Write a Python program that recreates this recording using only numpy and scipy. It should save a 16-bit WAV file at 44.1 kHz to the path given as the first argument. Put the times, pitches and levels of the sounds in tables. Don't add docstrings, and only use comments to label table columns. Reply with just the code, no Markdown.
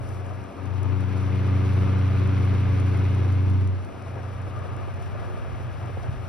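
import sys
import numpy as np
from scipy import signal
from scipy.fft import rfft, irfft
from scipy.io import wavfile
from scipy.ndimage import uniform_filter1d

SR = 44100
rng = np.random.default_rng(int(sys.argv[2]) if len(sys.argv) > 2 else 0)


def store_pcm(level_fs):
    pcm = np.round(np.clip(level_fs, -1, 1) * 32767).astype(np.int16)
    wavfile.write(sys.argv[1], SR, np.atleast_2d(pcm).T)


N = 277212
TIME = np.arange(N) / SR
BLADE_HZ, MOTOR_HZ = 93.33, 120.5
EARS = np.array([[1], [-1]])


def amp(db):
    return 10 ** (np.asarray(db) / 20)


def curves(rows, t=TIME):
    s, *columns = np.transpose(rows)
    return np.array([np.interp(t, s, c) for c in columns])


def colour(rows, hz):
    f, *columns = np.transpose(rows)
    return np.array([np.interp(np.log(hz + 1), np.log(f), c) for c in columns])


def evened(x):
    return x / np.sqrt(np.mean(x ** 2, axis=-1, keepdims=True))


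def drift(hz):
    f = np.fft.rfftfreq(N, 1 / SR)
    spectrum = rfft(rng.standard_normal(N))
    return evened(irfft(spectrum * np.exp(-(f / hz) ** 2), N))


def noise(rows):
    gain = amp(colour(rows, np.fft.rfftfreq(N, 1 / SR))[0])
    return evened(irfft(rfft(rng.standard_normal(N)) * gain, N))


def mix_alike(a, b, likeness):
    return likeness * a + np.sqrt(1 - likeness ** 2) * b


def ports(x):
    # (frequency [Hz], likeness [0-1], left lead [rad])
    pair = [(80, 0.81, 0.5), (332, 0.53, 0.8), (550, 0.3, 0), (785, 0.35, -.5), (1190, 0.73, 0),
            (1790, 0.93, -0.9), (3130, 0.96, 1.45), (4800, 0.78, -0.5), (5940, 0.3, 1), (6300, 1, -2),
            (7160, 1, -3.5), (8820, 0.96, -4), (10200, .95, -6.5), (12200, .95, -7.5), (13700, .95, -10)]
    likeness, lead = colour(pair, np.fft.rfftfreq(N, 1 / SR))
    likeness = np.clip(likeness, 0, 1)
    a, b = rfft(x)
    right = mix_alike(a, b, likeness) * np.exp(-1j * lead)
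    return irfft(np.array([a, right]), N)


def place(t=TIME):
    # (time [s], facing [-1 front, 0 rim, 1 behind], closeness to grille [dB])
    path = [(0, -1.2, -1.5), (.2, -1.15, -0.5), (.43, -0.71, -0.5), (.53, 0.0051, -1.5), (.68, 0.46, -2.5),
            (.9, 0.8, -2), (1.12, 0.62, 0.5), (1.5, 1.03, -0.5), (2, 1, 0.3), (2.9, 0.99, 0),
            (3.2, 0.95, -0.5), (3.52, 1.17, -4), (3.68, 0.9, -6), (3.78, 0.55, -4), (3.91, 0.035, -1.5),
            (4.08, -0.81, 1), (4.35, -0.89, 0.8), (5.1, -0.75, 1.9), (6.29, -0.58, 1.4)]
    facing, close_db = curves(path, t)
    return facing, np.clip(facing, 0, 1), close_db


def at_vents(t=TIME):
    # (time [s], width [s])
    passes = [(.87, 0.23), (3.53, 0.19)]
    return sum(np.exp(-((t - s) / width) ** 2) for s, width in passes)


def ticks(decay_s=0.0022, rise_s=0.00055, gain_db=4):
    # (time [s], level before gain_db and rise/decay [dB])
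    touches = [(0.0897, -51), (0.264, -54), (0.4389, -53), (0.6564, -52), (0.831, -45.5), (1.0061, -48),
               (1.1807, -53), (1.355, -51), (2.2737, -50), (2.448, -49), (2.799, -47), (2.9727, -48),
               (3.1477, -49), (3.3233, -49), (3.4984, -51), (3.6737, -48.5), (3.8477, -50.5), (4.0223, -54),
               (4.4159, -55), (4.5905, -53), (4.7651, -52), (4.9402, -52), (5.023, -50), (5.8576, -57),
               (6.0317, -53)]
    # (frequency [Hz], relative level [dB])
    scrape_colour = [(1500, -26), (4000, -8), (7000, 4), (8500, -2), (10200, 1.5), (11500, -9.5),
                     (13000, -19.5), (16000, -31)]
    envelope = np.zeros(N)
    for s, db in touches:
        age = np.maximum(TIME - s, 0)
        envelope += amp(db) * (1 - np.exp(-age / rise_s)) * np.exp(-age / decay_s)
    scrape = ports(np.array([noise(scrape_colour), noise(scrape_colour)]))
    return amp(gain_db) * envelope * scrape


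def draught():
    # (time [s], left [dB], right [dB], likeness of the ears [-1 to 1])
    wind_levels = [(0, -30, -37, 0.1), (.12, -36, -45, .3), (.3, -51, -55.5, 0), (4.2, -57, -56, 0.05),
                   (4.48, -38, -36, -0.3), (4.9, -32, -28.5, -0.6), (5.4, -35.5, -29, -0.8),
                   (5.7, -32, -32, -.1), (6.05, -31, -27, -0.13), (6.29, -36, -34, .1)]
    # (frequency [Hz], relative level [dB])
    buffet_colour = [(25, -37), (48, -6.5), (72, 1), (102, 8), (130, 1.5), (165, -12.5), (220, -22),
                     (330, -31.5), (1000, -46), (3000, -64.5)]
    left_db, right_db, likeness = curves(wind_levels)
    likeness = np.clip(likeness, -1, 1)
    a, b = noise(buffet_colour), noise(buffet_colour)
    return np.array([amp(left_db) * a, amp(right_db) * mix_alike(a, b, likeness)])


def eddies():
    # (time [s], left [dB], right [dB], pitch [Hz], width [s])
    thumps = [(4.36, -50, -34, 56, .028), (4.734, -40, -27, 105, 0.011), (5.135, -37, -29, 101, 0.013),
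              (5.344, -39, -35, 101, 0.01), (5.955, -27, -25, 90.7, 0.018),
              (6.094, -16.5, -18, 103, 0.0067), (6.175, -29, -36, 48, .018)]
    out = np.zeros((2, N))
    for s, left_db, right_db, hz, width in thumps:
        age = TIME - s
        thump = np.exp(-(age / width) ** 2) * np.cos(2 * np.pi * hz * age)
        out -= amp([[left_db], [right_db]]) * thump
    return out


def puffs():
    # (time [s], left [dB], right [dB], width [s])
    knots = [(4.475, -41, -36, .012), (4.655, -40, -33, 0.012), (4.88, -43, -33.5, .009),
             (5.155, -40, -35, .011), (5.3, -48, -36.5, 0.0099), (5.5, -44, -40, .008),
             (5.6, -44, -37, .008), (5.899, -37, -41, .01), (5.975, -31, -29.5, 0.0034)]
    # (frequency [Hz], relative level [dB])
    puff_colour = [(120, -31), (330, 3.5), (600, 0), (900, -13), (2000, -25), (6000, -53)]
    envelope = np.zeros((2, N))
    for s, left_db, right_db, width in knots:
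        envelope += amp([[left_db], [right_db]]) * np.exp(-((TIME - s) / width) ** 2)
    return envelope * ports(np.array([noise(puff_colour), noise(puff_colour)]))


def resonance(hz, centre_hz, width_hz):
    return 1 / (1 + (2 * (hz - centre_hz) / width_hz) ** 2)


def air_level_db(hz, t, treble, top):
    # (frequency [Hz], left [dB per Hz], right [dB per Hz])
    intake = [(30.0, -85, -82), (72.5, -54, -55.5), (161, -59.5, -64), (266, -60, -63), (450.0, -63, -74),
              (690, -71, -75.5), (940, -71, -73), (1400, -73, -73.5), (1840, -79, -79.5),
              (2485, -77, -80.5), (4530, -89.5, -94.5), (10000, -102.5, -101.9), (13000.0, -109.2, -109.4),
              (15700.0, -117, -117)]
    outlet = [(30.4, -88, -86), (75, -64.5, -60), (158, -71.5, -69), (260, -71, -72.5), (447, -71, -75),
              (670, -70, -72.5), (970, -75.5, -81.5), (1340, -75, -82.5), (1750, -82.5, -87),
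              (2426, -83.5, -86), (4160, -97, -101.1), (9940, -105.8, -105.4), (13000.0, -113.6, -113.7),
              (15700.0, -119, -119)]
    # (frequency [Hz], left [dB], right [dB])
    rim = [(45, -2.5, -1.5), (110, -6.5, -5.5), (230, 3, 2), (600, -0.5, 3), (900, -0.5, 0.5),
           (1250, -0.5, 4), (1700, -4, 0.5), (2400, -0.5, 0.5), (5000, 0.5, 0)]
    # (frequency [Hz], left [dB], right [dB])
    vent_colour = [(150, 1.5, -6.5), (250, 2.5, -3), (650, -3.5, 0), (900, 3.5, 1), (1300, -0.5, -2),
                   (1700, 0, -1), (2400, 1.5, -4), (5000, -0.5, 0.5)]
    # (frequency [Hz], width [Hz], behind [dB], in front [dB])
    grille = [(368, 30, 4, 3.5), (663, 52, 4, 2.5), (1664, 92, 3, 5.5), (2110, 170, 3.5, -1),
              (5240, 350, -3, 0), (5605, 150, 7, 7.5), (7700, 680, -3.5, 2)]
    # (time [s], height [dB])
    whistle = [(0, 2), (.45, 8), (1, 3.5), (2.4, 4), (3.9, 2.5), (4.25, 3), (4.55, 10), (4.9, 6), (6.29, 3)]
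    # (time [s], level [dB])
    whoosh = [(0, 4.5), (.42, 1.5), (.7, -0.5), (1.4, 0), (2.3, 0.5), (3.2, 0.1), (3.7, -2), (4.15, 1),
              (4.7, 0), (5.25, -0.5), (6.29, -0.5)]
    # (time [s], level [dB])
    sizzle_levels = [(0, 3), (.13, 8.5), (.22, 0.5), (1.35, -0.5), (1.7, 2), (2.3, -0.5), (3.55, 2),
                     (4.2, -1), (6.29, -1)]
    whistle_hz, whistle_width_hz, rim_width = 1210, 88, 0.37
    facing, behind, close_db = place(t)
    at_rim = np.exp(-(facing / rim_width) ** 2)
    views = (intake, behind), (outlet, 1 - behind), (rim, at_rim), (vent_colour, at_vents(t))
    level_db = sum(colour(rows, hz[:, 0])[:, :, None] * share for rows, share in views)
    for centre_hz, width_hz, back_db, front_db in grille:
        level_db += (front_db + behind * (back_db - front_db)) * resonance(hz, centre_hz, width_hz)
    level_db += curves(whistle, t)[0] * resonance(hz, whistle_hz, whistle_width_hz)
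    level_db += treble * close_db + (1 - treble) * curves(whoosh, t)[0]
    return level_db + top ** 2 * curves(sizzle_levels, t)[0]


def air(blade_cycles):
    shade_hz, sizzle_split_hz = 765, 4330
    chop, sizzle_chop, chop_sharpness = 0.13, 0.12, 0.35
    gust_db, gust_hz = 1.3, 18
    rasp_db, rasp_hz, sizzle_db, sizzle_hz = 0.64, 70, 1.43, 35
    frames = dict(fs=SR, nperseg=2048, noverlap=1536)
    hz, t, z = signal.stft(ports(rng.standard_normal((2, N))), **frames)
    hz = hz[:, None]
    treble = hz ** 2 / (hz ** 2 + shade_hz ** 2)
    top = hz ** 4 / (hz ** 4 + sizzle_split_hz ** 4)
    z = z * amp(air_level_db(hz, t, treble, top)) * np.sqrt(SR / 2)

    def band(share):
        return signal.istft(z * share, **frames)[1][:, :N]

    body, hiss, sizzle = band(1 - treble), band(treble * (1 - top)), band(treble * top)
    behind = place()[1]
    pulses = sum(chop_sharpness ** k * np.cos(2 * np.pi * (k + 1) * blade_cycles) for k in range(4))
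    passing = evened(pulses) / np.sqrt(2) * (0.4 + 0.79 * behind)
    body *= amp(gust_db * (1.5 - 0.5 * behind) * drift(gust_hz))
    hiss *= amp(rasp_db * drift(rasp_hz)) * (1 + chop * passing)
    sizzle *= amp(sizzle_db * drift(sizzle_hz)) * (1 + sizzle_chop * passing)
    return body + hiss + sizzle


def tone(cycles, level_db, pan_db, lead_rad):
    gain = np.sqrt(2) * amp(level_db + EARS / 2 * pan_db)
    return gain * np.cos(2 * np.pi * cycles + EARS / 2 * lead_rad)


def dipole(cycles, level_db, pan_db, lead_rad):
    # (time [s], share)
    rim_leak = [(.53, .08), (3.91, 0.29)]
    swing = place()[0] + 1j * curves(rim_leak) * EARS
    return abs(swing) * tone(cycles + np.angle(swing) / (2 * np.pi), level_db, pan_db, lead_rad)


def blade_and_motor(blade_cycles, pan_db, lead_rad, waver_hz):
    blade_behind_db, blade_front_db, blade_waver_db = -21.2, -33, 0.4
    motor_behind_db, motor_front_db, motor_close_share = -28, -39, 0.95
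    motor_pan_db, motor_pan_share, motor_lead_rad = 2.3, 0.78, 0.77
    _, behind, close_db = place()
    near = behind ** 0.36
    blade_db = blade_front_db + near * (blade_behind_db - blade_front_db)
    blade_db += blade_waver_db * drift(waver_hz)
    motor_db = motor_front_db + near * (motor_behind_db - motor_front_db)
    motor_db += motor_close_share * close_db
    blade = dipole(blade_cycles, blade_db, pan_db, lead_rad)
    motor_pan = motor_pan_db + motor_pan_share * pan_db
    return blade - dipole(MOTOR_HZ * TIME, motor_db, motor_pan, lead_rad + motor_lead_rad)


def hum(blade_cycles, waver_hz=7):
    # (time [s], hum left minus right [dB], left lead [rad])
    heading = [(0, 3, -1.1), (.45, 3, -1.2), (.65, 10, -1.6), (1.15, 5.5, -1.4), (1.5, 0, -0.71),
               (3.05, 0, -0.81), (3.75, -1, 0.47), (4.1, -1.5, 0), (4.5, -.5, 0.17), (5.0, 4, -1.5),
               (5.45, 5, -1.7), (5.8, 2, 0.087), (6.29, 3, -0.71)]
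    # (blade multiple, motor multiple, behind [dB], in front [dB], left minus right [dB])
    overtones = [(2, 0, -37, -57, 0), (3, 0, -39, -57.5, 3.5), (4, 0, -47, -56.5, 4),
                 (5, 0, -53.5, -61.5, 5.5), (6, 0, -56, -61.5, 3.5), (8, 0, -59.5, -66.5, 3),
                 (10, 0, -61, -62.5, 2), (11, 0, -63, -69.5, 3.5), (13, 0, -61, -67.5, 1),
                 (0, 2, -53.5, -56, -1.5), (-1, 2, -54.5, -60.5, 1.5), (1, 1, -54, -65, 1.5)]
    # (time [s], share [0 front, 1 behind])
    buzz = [(0, 0), (.5, 0.31), (.72, 0.53), (.9, 0.78), (1.35, 1.07), (2.1, 1.035), (2.9, 0.97),
            (3.3, 0.79), (3.58, 0.87), (3.68, 0.65), (3.8, 0.16), (4, 0.19), (6.29, 0)]
    slip_rad, overtone_waver_db = 0.04, 0.8
    vent_pan_db, overtone_pan_share = 2, 0.31
    pan_db, lead_rad = curves(heading)
    behind, reach = place()[1], curves(buzz)[0]
    out = blade_and_motor(blade_cycles, pan_db, lead_rad, waver_hz)
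    shared_pan_db = overtone_pan_share * pan_db * behind + vent_pan_db * at_vents()
    for blade, motor, back_db, front_db, side_db in overtones:
        level_db = front_db + reach * (back_db - front_db) + overtone_waver_db * drift(waver_hz)
        cycles = blade * blade_cycles + motor * MOTOR_HZ * TIME + rng.random()
        cycles += slip_rad * drift(waver_hz) / (2 * np.pi)
        out += tone(cycles, level_db, side_db + shared_pan_db, 0.5 + 0.11 * lead_rad)
    return out


def power(x, window_s=0.06):
    size = round(window_s * SR)
    smooth = uniform_filter1d(uniform_filter1d(x ** 2, size), size // 2)
    return abs(smooth) + 1e-12


def wind_filter(tones, wind, ceiling_db=-31, trigger_share=0.1):
    bass = tones + wind
    engaged = np.minimum(power(wind) / power(bass) / trigger_share, 1)
    over_db = np.maximum(10 * np.log10(power(bass)) - ceiling_db, 0)
    return bass * amp(-engaged * over_db)


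def scene():
    blade_cycles = np.cumsum(BLADE_HZ + 0.066 * drift(1.69)) / SR
    bass = wind_filter(hum(blade_cycles), draught())
    return ticks() + eddies() + puffs() + air(blade_cycles) + bass


def record(dry, edge_hz=15750):
    taps = signal.firwin(511, edge_hz, window=("kaiser", 9), fs=SR)
    return signal.oaconvolve(dry, taps[None], "same")


dry = scene()
out = record(dry)
store_pcm(out)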